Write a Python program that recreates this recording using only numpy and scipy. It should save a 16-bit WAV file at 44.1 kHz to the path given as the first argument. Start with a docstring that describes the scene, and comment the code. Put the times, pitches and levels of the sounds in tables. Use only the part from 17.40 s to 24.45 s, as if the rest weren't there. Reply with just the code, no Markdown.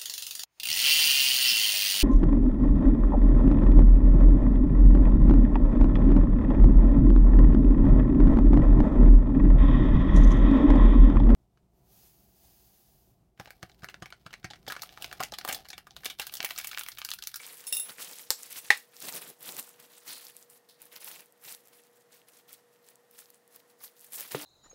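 """Thin plastic gloves at a kitchen counter

Close to a phone, gloved hands make film crackle and flap: damped clicks and hiss, coloured by size of fold.
Two glass jars clink and a lid clicks and pops shut: decaying sine modes under short bursts of noise.
Salt, a crowd of tiny clicks, slides in a hollow shaker that is then set down on stone with a falling knock.
A refrigerator hums in unsteady sines over room air; the kitchen answers with a short decaying-noise echo."""
import sys
import numpy as np
from scipy import signal
from scipy.fft import rfft, irfft, next_fast_len
from scipy.io import wavfile
from scipy.ndimage import uniform_filter1d, map_coordinates

SR = 44100
rng = np.random.default_rng(int(sys.argv[2]) if len(sys.argv) > 2 else 0)


def wav_record(signal):
    """Record a signal, one row per channel, as 16-bit PCM in the file named by sys.argv[1]."""
    frames = np.transpose(np.atleast_2d(signal))
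    bounded = np.clip(frames, -1, 1)
    # unit amplitude maps onto the largest positive 16-bit level
    quanta = np.round(bounded * 32767).astype(np.int16)
    wavfile.write(sys.argv[1], SR, quanta)


N = 310905


def amp(db):
    """Gain of a level in dB."""
    return 10 ** (np.asarray(db) / 20)


def unit(x):
    """x at rms 1."""
    return x / np.sqrt(np.mean(x ** 2) + 1e-20)


def along(points, hz):
    """(Hz, value) points read on a log frequency axis."""
    f, v = np.transpose(points)
    return np.interp(np.log(hz + 1), np.log(f + 1), v)


def filtered(x, gain):
    """x times a gain that depends on frequency."""
    m = next_fast_len(N + 8192)
    return irfft(rfft(x, m) * gain(np.fft.rfftfreq(m, 1 / SR)), m)[:N]


def wobble(rate):
    """A smooth random curve, rate knots a second."""
    knots = rng.standard_normal(int(N * 200 / SR) + 4)
    return map_coordinates(knots, [np.arange(N) * rate / SR])


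def add(track, s, sound):
    """Mix a sound into the track from time s in seconds."""
    part = track[round(s * SR):][:len(sound)]
    part += sound[:len(part)]


def grains(count, mid_hz, spread, cycles, scatter_db):
    """Tiny damped clicks at random times; pitches log-normal, a few much larger than the rest."""
    u = rng.random((count, 3))  # columns: time, size, phase
    k = np.arange(64)
    hz = np.clip(mid_hz * np.exp(spread * rng.standard_normal(count)), 300, 17000)[:, None]
    size = amp(-scatter_db * np.log(u[:, 1:2] + .02))
    turns = hz * k / SR
    shape = size * np.sqrt(hz) * np.exp(-turns / cycles) * np.sin(2 * np.pi * (turns + u[:, 2:]))
    places = (u[:, :1] * N).astype(int) + k
    return unit(np.bincount(places.ravel(), shape.ravel(), minlength=N)[:N])


def blow(modes, rise, colour, crack, rattle):
    """One strike: modes ring down over a short crack and a longer rattle, each (dB, t60 s), of coloured noise."""
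    t = np.arange(SR // 4) / SR
    ring = sum(amp(db - 60 * t / t60) * np.sin(2 * np.pi * hz * t) for hz, db, t60 in modes)
    tint = amp(along(colour, np.fft.rfftfreq(len(t), 1 / SR)))
    noise = unit(irfft(rfft(rng.standard_normal(len(t))) * tint, len(t)))
    fall = amp(crack[0] - 60 * t / crack[1]) + amp(rattle[0] - 60 * t / rattle[1])
    return (ring + fall * noise) * (1 - np.exp(-t / rise))


def fridge():
    """Slightly unsteady motor tones over the steady air of the room."""
    # Each row: tone in Hz, mean level in dB rms, rate of its unsteadiness in knots a second.
    motor = [(235, -83.5, 6), (480.4, -68, 2.4), (1841, -84.5, 10)]
    # Colour of the room air. Each row: frequency in Hz, relative level in dB per Hz.
    air_colour = [(24, -65), (40, -39), (124, -11), (392, -12.5), (479, -4.5), (570, -12), (715, -9.5),
                  (831, -13.5), (1590, -19), (1850, -16), (2320, -24.5), (14800, -32.5), (16000, -35.5)]
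    air_db = -66
    t = np.arange(N) / SR
    tones = 0
    for hz, db, rate in motor:
        level = np.sqrt(2) * amp(db + .8 * wobble(rate))
        tones = tones + level * np.sin(2 * np.pi * hz * t + .6 * wobble(rate))
    air = unit(filtered(rng.standard_normal(N), lambda f: amp(along(air_colour, f))))
    return tones + amp(air_db + .6 * wobble(4.5)) * air


def effort():
    """Crackle level in dB: each rustle of the gloves swells, holds and fades; their powers add."""
    # Each row: full strength from in seconds, crackle in dB, swell in s per 20 dB, hold in s, fade in s per 20 dB.
    rustles = [(0, -51, .05, 0.038, .06), (0.05, -48.5, 0.031, 0.034, 0.77),
               (0.495, -43.5, 0.053, 0.013, .045), (0.589, -42.5, 0.017, 0.042, 0.16),
               (0.681, -49.5, .03, 0.056, 0.15), (0.793, -50.5, .04, .025, 0.11),
               (0.994, -50, 0.037, 0.11, 0.12), (1.111, -44, .015, 0.027, .05),
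               (1.165, -40, 0.046, 0.024, .03), (1.22, -51.5, 0.034, 0.056, 0.12),
               (1.372, -50, 0.049, .01, 0.093), (1.567, -53.5, 0.069, .03, .05),
               (1.62, -43.5, 0.016, 0.043, .05), (1.686, -39.5, 0.03, .01, .03),
               (1.737, -39.5, 0.027, 0.037, 0.034), (1.821, -47.5, 0.032, 0.063, 0.067),
               (2.04, -45, 0.052, 0.1, 0.068), (2.085, -43, .015, .006, .025),
               (2.187, -42, 0.041, 0.007, .04), (2.234, -57, .03, 0.052, 0.21),
               (2.4, -56.5, 0.027, 0.013, .03), (2.426, -54.5, .015, 0.022, 0.048),
               (2.518, -59.5, 0.045, 0.099, 0.11), (2.681, -44.5, 0.039, .03, 0.2),
               (2.84, -54, .04, .05, 0.072), (2.955, -60, .03, 0.073, .05),
               (3.104, -60.5, 0.017, 0.072, .025), (3.407, -59, 0.026, 0.055, .06),
               (3.525, -56, 0.024, 0.013, .04), (3.559, -46.5, 0.019, 0.0093, 0.026),
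               (3.605, -52, 0.016, .2, 0.029), (3.82, -64.5, .03, .015, .09),
               (3.663, -49, 0.043, 0.059, .05), (4.04, -54, 0.011, .04, .05),
               (4.09, -45, 0.072, 0.018, 0.087), (4.252, -68.5, .025, .04, 0.031),
               (4.333, -60, 0.036, .01, 0.15), (4.45, -63, 0.031, .01, 0.036), (4.56, -66, 0.043, .01, .04),
               (4.61, -68.5, .015, 0.0096, .03), (4.724, -60, .03, .05, 0.066),
               (4.883, -61.5, 0.024, .015, 0.029), (4.92, -60.5, 0.022, 0.073, 0.043),
               (5.084, -61, .015, .025, .03), (5.124, -52, .03, .015, 0.058), (5.33, -69.5, .05, .03, .05),
               (5.481, -58.5, .07, .015, 0.057), (5.73, -62.5, .04, .04, 0.036),
               (5.785, -52.5, .04, 0.009, 0.1), (5.94, -67.5, 0.031, 0.025, .05),
               (6.153, -56, .06, 0.0085, 0.037), (6.198, -62, .015, .004, 0.024),
               (6.298, -66, .03, .01, .04), (6.407, -54, 0.024, .03, .04), (6.439, -48, .03, 0.0083, 0.059),
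               (6.57, -63.5, 0.054, .06, 0.055), (6.641, -53.5, .03, 0.009, .06),
               (6.73, -42.5, 0.023, 0.014, 0.063), (6.782, -42, 0.066, 0.016, .11),
               (6.85, -51, .04, 0.039, .04), (6.919, -39.5, 0.022, 0.013, 0.036),
               (6.957, -48.5, .03, 0.035, 0.041), (7.011, -46, .025, .01, 0.078)]
    rest_db = -82.5  # a hand held still
    t = np.arange(N) / SR
    power = np.full(N, amp(2 * rest_db))
    for s, db, swell, hold, fade in rustles:
        first = max(0, round((s - 2 * swell) * SR))
        near = slice(first, round((s + hold + 2 * fade) * SR))
        away = np.maximum((s - t[near]) / swell, (t[near] - s - hold) / fade).clip(0)
        power[near] += amp(2 * (db - 20 * away))
    return 10 * np.log10(power)


def film(spectrum, clicks, click_share, clump):
    """Sliding hiss and any clicks, coloured for one size of fold, in clumps; the colour shifts in patches."""
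    share = np.clip(click_share, 0, 1)
    mix = np.sqrt(share) * clicks + np.sqrt(1 - share) * rng.standard_normal(N)
    z = signal.stft(mix, nperseg=128)[2]
    patches = uniform_filter1d(rng.standard_normal(z.shape), size=7, axis=0)  # smooth over frequency
    patches = uniform_filter1d(patches, size=14, axis=1)  # and over time
    raw = signal.istft(z * amp(2.4 * unit(patches)), nperseg=128)[1][:N]
    return unit(clump * filtered(raw, lambda hz: amp(along(spectrum, hz))))


def gloves():
    """Small creases crackle high, broad folds lower (higher when pulled tight), and loose film pushes air."""
    # How the film hangs. Each row: time in seconds, broad folds in dB re crackle, flapping in dB re crackle,
    # tightness of the folds from 0 to 1, extra top in dB re crackle.
    hang = [(0, 1, -14, 0.55, -14), (.1, -7, -14.5, 0.4, -12), (.49, -3.5, -13, 0.16, -14),
            (.7, -6.5, -13, .7, -23), (1.2, -7, -17, .6, -25), (1.65, -5, -12.5, 0.62, -9),
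            (1.77, -4.5, -3.5, 0.52, -10), (2.1, -6.5, -9.5, 0.38, -10), (2.45, -3, -5, 0.36, -11),
            (2.7, -5, -13.5, 0.49, -12), (3.15, -9.5, -15, 0.29, -7.5), (3.56, -1.5, -8.5, 0.28, -6),
            (3.66, -5, -15, 0.53, -5), (3.8, -3, -7.5, 0.23, -6), (4.1, -6.5, -17, 0.53, -2.5),
            (4.4, -3, -10.5, .4, -5), (5.1, -8.5, -23, .5, -12), (5.8, -6, -17, 0.44, -9),
            (6.45, -7.5, -23, .5, -6), (6.76, -9, -18, 0.6, -3), (6.93, -2.5, -12, 0.33, -4),
            (7.05, -1, -2, 0.3, -8)]
    # Colours of small creases, slack folds, tight folds and flapping.
    # Each row: frequency in Hz, relative level in dB per Hz.
    fine_colour = [(2500, -29.5), (5000, -7.5), (8000, -2), (11000, -1), (14000, -2), (17000, -2.5)]
    slack_colour = [(300, -28.5), (800, -2), (1800, -5), (3000, -7.5), (6000, -16), (12000, -34)]
    tight_colour = [(600, -29), (2000, -8.5), (4000, -1), (6000, -3), (9000, -17.5), (14000, -28.5)]
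    flap_colour = [(50, -41), (130, -5.5), (300, -3), (600, -3), (1200, -10.5), (3000, -35.5)]
    top_from_hz = 10600  # the finest wrinkles sound above this
    s, *cols = np.transpose(hang)
    broad_db, flap_db, tight, top_db = [np.interp(np.arange(N) / SR, s, c) for c in cols]
    fine_db = effort()
    slip = wobble(53)  # the film gives way in jerks that all folds share

    creases = grains(count=14000, mid_hz=8950, spread=0.44, cycles=1.3, scatter_db=6.5)
    fine = film(fine_colour, creases, 0.22, amp(1.6 * slip + 2.2 * wobble(150)))
    top = filtered(fine, lambda hz: 1 / (1 + (top_from_hz / (hz + 1)) ** 8))
    fine = amp(-1.5) * fine + amp(top_db) * top

    folds = grains(count=9000, mid_hz=3500, spread=.6, cycles=1.1, scatter_db=1.0)
    clump = amp(1.7 * slip + 2.2 * wobble(90))
    turn = np.pi / 2 * np.clip(tight, 0, 1)  # crossfade from slack to tight
    broad = np.cos(turn) * film(slack_colour, folds, 0.56, clump)
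    broad += np.sin(turn) * film(tight_colour, folds, 0.33, clump)

    flap = film(flap_colour, 0, 0, amp(2.0 * slip + 0.83 * wobble(30)))
    # a few sharp ticks as bent film relaxes, heard even when the hands barely move
    ticks = grains(count=900, mid_hz=9500, spread=0.48, cycles=.9, scatter_db=5.0)
    # larger creases letting go
    pops = grains(count=800, mid_hz=4996, spread=0.65, cycles=.7, scatter_db=3.5)
    crackle = amp(fine_db) * (fine + amp(broad_db) * broad + amp(flap_db) * flap)
    return amp(0.51 * fine_db - 44) * ticks + amp(0.69 * fine_db - 30) * pops + crackle


def clinks():
    """Two jars rattle; each touch rings both, then that ringing is damped, the wall-bending modes most."""
    # Glass on glass. Each row: start in seconds, level in dB, low modes in dB, second jar in dB, seconds of
    # free ringing before that touch's ringing is damped.
    touches = [(.2685, -35, -3, 0, .022), (0.2755, -33.5, -4, -1.5, .03), (0.3247, -26.5, 4, -13, .022),
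               (0.3265, -25.5, 4, -3.5, .021), (.349, -28.5, -8, -10, .02), (0.3682, -27.5, 3, 2.5, .023),
               (0.3979, -32, -7.5, 12, .07)]
    # Mode pitches of the first and second jar, in Hz.
    first_hz = [2775, 5372, 8415, 9760, 10012, 10208, 10250, 12310, 15220, 15330]
    second_hz = [3665, 10629, 11840]
    # The same modes in order. Each row: mean level in dB, t60 in seconds.
    first_modes = [(-12.5, 0.15), (-12, 0.11), (-14, .08), (-7, 0.1), (-8, 0.1), (-4.5, 0.15), (-9, 0.107),
                   (-16, 0.08), (-5, .05), (-8, .06)]
    second_modes = [(-10, 0.05), (-7, 0.1), (-35, 0.042)]
    # Noise of the glass contact. Each row: frequency in Hz, relative level in dB per Hz.
    chink = [(1000, -9), (3000, -9), (8000, 4.5), (16000, 3.5)]
    # A jar struck just before still rings until a hand stops it: pitch in Hz, level in dB, t60 in seconds.
    earlier_hz, earlier_db, earlier_t60 = (2290, -42, 0.36)
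    stopped_s = .048
    out, t = np.zeros(N), np.arange(SR // 4) / SR
    held = np.clip((stopped_s - t) / .004, 0, 1)
    add(out, 0, amp(earlier_db - 60 * t / earlier_t60) * np.sin(2 * np.pi * earlier_hz * t) * held)
    for s, db, low_db, second_db, free in touches:
        modes = [(hz, *m) for hz, m in zip(first_hz, first_modes)]
        modes += [(hz, level + second_db, t60) for hz, (level, t60) in zip(second_hz, second_modes)]
        # every touch excites the modes a little differently
        modes = [(hz, level + rng.normal(0, 3.5), t60) for hz, level, t60 in modes]
        low = sum(amp(level - 60 * t / t60) * np.sin(2 * np.pi * hz * t)
                  for hz, level, t60 in modes if hz < 5000)
        high = blow([m for m in modes if m[0] >= 5000],
                    rise=0.00036, colour=chink, crack=(8, .006), rattle=(-9, .09))
        touched = np.clip((t - free) / .003, 0, 1)
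        add(out, s, amp(db) * (amp(-6 * touched) * high + amp(low_db - 15 * touched) * low))
    return out


def snaps():
    """Each crease buckles with a click of about two cycles, in a flurry that swells fast and dies slower."""
    # Single creases that snap through. Each row: start in seconds, level in dB, pitch in Hz.
    creases = [(.045, -33.5, 3700), (0.066, -26, 10300), (.2059, -36, 4960), (.5838, -33, 2010),
               (.647, -27, 8000), (0.7131, -27.5, 9200), (.7333, -31, 4730), (.7573, -34, 9800),
               (0.786, -28.5, 7300), (.7951, -31, 10800), (0.815, -35, 9400), (1.0326, -23, 7240),
               (1.1275, -22.5, 12000), (1.3749, -24.5, 9220), (1.5667, -33.5, 5300), (1.6035, -28, 9600),
               (1.6245, -26, 7600), (1.6532, -31, 9900), (1.6863, -19.5, 8500), (1.6913, -25.5, 4300),
               (1.7252, -26, 7100), (1.7381, -28, 4770), (1.754, -21, 8700), (1.7624, -22, 11300),
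               (1.7791, -26, 8900), (1.819, -27, 9800), (1.8898, -33, 12300), (2.0083, -33.5, 11900),
               (2.0286, -27.5, 10400), (2.0907, -25.5, 3830), (2.1224, -26, 8800), (2.1672, -23.5, 8100),
               (2.197, -17, 8750), (2.2279, -32.5, 7400), (2.2922, -31, 9400), (2.401, -31.5, 12360),
               (2.8524, -31, 11900), (2.8684, -31.5, 5350), (2.8838, -29, 12750), (2.8997, -36, 10200),
               (2.9668, -28, 9900), (3.027, -36.5, 7300), (3.1002, -37.5, 9300), (3.4189, -28, 10500),
               (3.4266, -34, 11540), (3.4555, -35, 10360), (3.5633, -29, 4800), (3.6455, -21, 12600),
               (3.6861, -25, 11300), (3.7158, -27, 11500), (3.807, -30, 10250), (3.8597, -42, 10400),
               (3.924, -42, 11300), (4.0244, -41, 12600), (4.0394, -34, 12000), (4.0514, -34, 6130),
               (4.1255, -29, 9500), (4.149, -26.5, 10960), (4.2737, -38, 12900), (4.2841, -40, 13000),
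               (4.437, -43, 8300), (4.8171, -47.5, 2880), (4.8864, -38, 11000), (4.9732, -38.5, 10700),
               (5.13, -30, 10740), (5.4877, -36.5, 8600), (5.5569, -40, 8330), (5.712, -37, 12800),
               (5.7905, -29.5, 8700), (5.8579, -42.5, 5200), (5.9034, -31, 14700), (5.945, -42.5, 8730),
               (6.078, -43.5, 11400), (6.1617, -31, 13200), (6.4385, -27, 12940), (6.4795, -40, 4330),
               (6.5944, -39, 12100), (6.6047, -38, 12800), (6.6101, -35, 13200), (6.6171, -38, 11160),
               (6.6455, -34, 12700), (6.723, -27, 13200), (6.7341, -22, 11700), (6.7995, -22, 13500),
               (6.8081, -15.5, 14600), (6.92, -20, 11200), (6.9893, -33, 8140), (7.0144, -30, 5600)]
    flurry_db = -19  # lesser creases around each snap, re its level
    out, t = np.zeros(N), np.arange(-SR // 100, SR // 30) / SR
    chance = rng.standard_normal((len(creases), len(t)))
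    swell = np.where(t < 0, np.exp(t / 0.0018), np.exp(-t / 0.0024))
    for (s, db, hz), noise in zip(creases, chance):
        turns = hz * np.maximum(t, 0)
        click = 4 * turns * np.exp(-1.5 * turns) * np.sin(2 * np.pi * turns)
        bright = np.diff(noise, prepend=0)
        click += 0.28 * amp(-60 * t.clip(0) / 0.0012) * (t >= 0) * bright
        click += .06 * amp(-60 * t.clip(0) / .003) * (t >= 0) * noise[::-1]  # the duller push of the fold
        spiky = noise * np.abs(np.roll(noise, 99))
        rough = unit(np.diff(spiky, prepend=0) + .8 * noise)
        add(out, s + t[0], amp(db) * (click + amp(flurry_db) * swell * rough))
    return out


def lid():
    """The catch clicks, then the hollow lid pops shut: two strikes, each with its own modes and noise."""
    # The catch, then the lid closing: start in seconds, level in dB.
    click_s, click_db = (.9049, -5)
    pop_s, pop_db = (1.3042, -1.5)
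    # Modes of the catch and of the lid. Each row: pitch in Hz, level in dB re the strike, t60 in seconds.
    catch_modes = [(520, -25.5, 0.037), (860, -29, 0.032), (3300, -9, 0.0026), (4870, 7.5, 0.0025),
                   (7430, -0.5, 0.0031), (13500, 0, 0.0026)]
    lid_modes = [(460, -31, 0.06), (829, -16, .06), (1080, -16, .015), (1870, 2.5, 0.018),
                 (1950, -10.5, .07), (2220, -15, .03), (3730, -18.5, 0.018)]
    # Noise of the catch and of the lid. Each row: frequency in Hz, relative level in dB per Hz.
    rasp = [(200, -34), (800, -7.5), (2500, -10.5), (5500, -3.5), (9000, -7), (16000, -13.5)]
    clack = [(250, -43.5), (800, -12), (1400, -12), (1950, -3.5), (2700, -10), (4500, -14), (9000, -23),
             (16000, -34)]
    out = np.zeros(N)
    click = blow(catch_modes, rise=0.00025, colour=rasp, crack=(-9, .005), rattle=(-23, .11))
    pop = blow(lid_modes, rise=0.00035, colour=clack, crack=(-10, .012), rattle=(-21, .13))
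    add(out, click_s, amp(click_db) * click)
    add(out, pop_s, amp(pop_db) * pop)
    return out


def shaker():
    """Salt hisses through the hollow's resonances; at the end the base knocks the stone slab."""
    # Salt slides. Each row: start in seconds, level in dB rms before rise and decay, rise in s, t60 in s.
    slides = [(2.671, -41, 0.018, 0.57), (3.287, -53, 0.0024, 0.23)]
    # The shaker's air. Each row: centre in Hz, width in Hz, level in dB, before the summed curve is sharpened.
    resonances = [(4320, 1200, 1.5), (10000, 1100, -5), (15000, 2700, -0.5)]
    # The shaker meets the counter: start in seconds, level in dB.
    thud_s, thud_db = (6.9468, -17)
    # Modes of the shaker. Each row: pitch in Hz, level in dB re the thud, t60 in seconds.
    body_modes = [(143, -11.5, 0.068), (294, -16, 0.29), (460, -5.5, 0.026)]
    # Noise of the knock. Each row: frequency in Hz, relative level in dB per Hz.
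    bump = [(70, -31), (300, 0), (600, -10), (1200, -18), (3000, -15.5), (9000, -34)]
    out, hiss, t = np.zeros(N), np.zeros(N), np.arange(SR // 4) / SR
    slow = np.arange(SR) / SR
    for s, db, rise, t60 in slides:
        add(hiss, s, amp(db - 60 * slow / t60) * np.clip(slow / rise, 0, 1))

    def hollow(f):
        """Summed resonance peaks of the air inside, sharpened by a power."""
        return sum(amp(db) * w / np.hypot(2 * (f - c), w) for c, w, db in resonances) ** 1.46

    salt = grains(count=40000, mid_hz=6040, spread=0.56, cycles=0.67, scatter_db=4.5)
    # bending waves in the slab: high frequencies arrive first, so the knock sweeps down
    sweep_hz = 420 + 2600 * np.exp(-t / 0.0008)
    sweep = np.sin(2 * np.pi * np.cumsum(sweep_hz) / SR)
    knock = amp(-60 * t / 0.027) * (1 - np.exp(-t / 0.001)) * sweep
    body = blow(body_modes, rise=0.0015, colour=bump, crack=(-14, .02), rattle=(-16, .12))
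    add(out, thud_s, amp(thud_db) * (1.14 * knock + body))
    return out + hiss * unit(filtered(salt, hollow))


def kitchen(x):
    """The walls answer after about 3 ms; each frequency dies at its own speed."""
    # Each row: frequency in Hz, t60 in seconds.
    decay = [(300, 0.14), (2000, 0.17), (6000, 0.24), (15000, 0.22)]
    hz, t, z = signal.stft(rng.standard_normal(SR // 2), SR, nperseg=256)
    tail = signal.istft(z * amp(-60 * t / along(decay, hz)[:, None]), SR, nperseg=256)[1]
    delayed = np.pad(x, (130, 0))
    return signal.fftconvolve(delayed, tail / np.linalg.norm(tail))[:N]


def scene():
    """Gloves close by, jars a little further into the room, so they send more into the echo."""
    hands, glass, plastic = gloves() + snaps(), clinks(), lid() + shaker()
    echo = kitchen(amp(-16.0) * hands + amp(-4.5) * glass + amp(-11.5) * plastic)
    return (hands + glass + plastic + echo + fridge())[None]


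def record(dry):
    """The phone's microphone drops the deep bass and fades out at the top of its band."""
    # Each row: frequency in Hz, gain in dB.
    response = [(20, -64), (70, -21), (120, -4), (15700, 0.5), (16000, -22), (16800, -57.5)]
    top_hz = 16990  # nothing passes from here up
    return filtered(dry[0], lambda hz: amp(along(response, hz)) * (hz < top_hz))[None]


dry = scene()
out = record(dry)
wav_record(out)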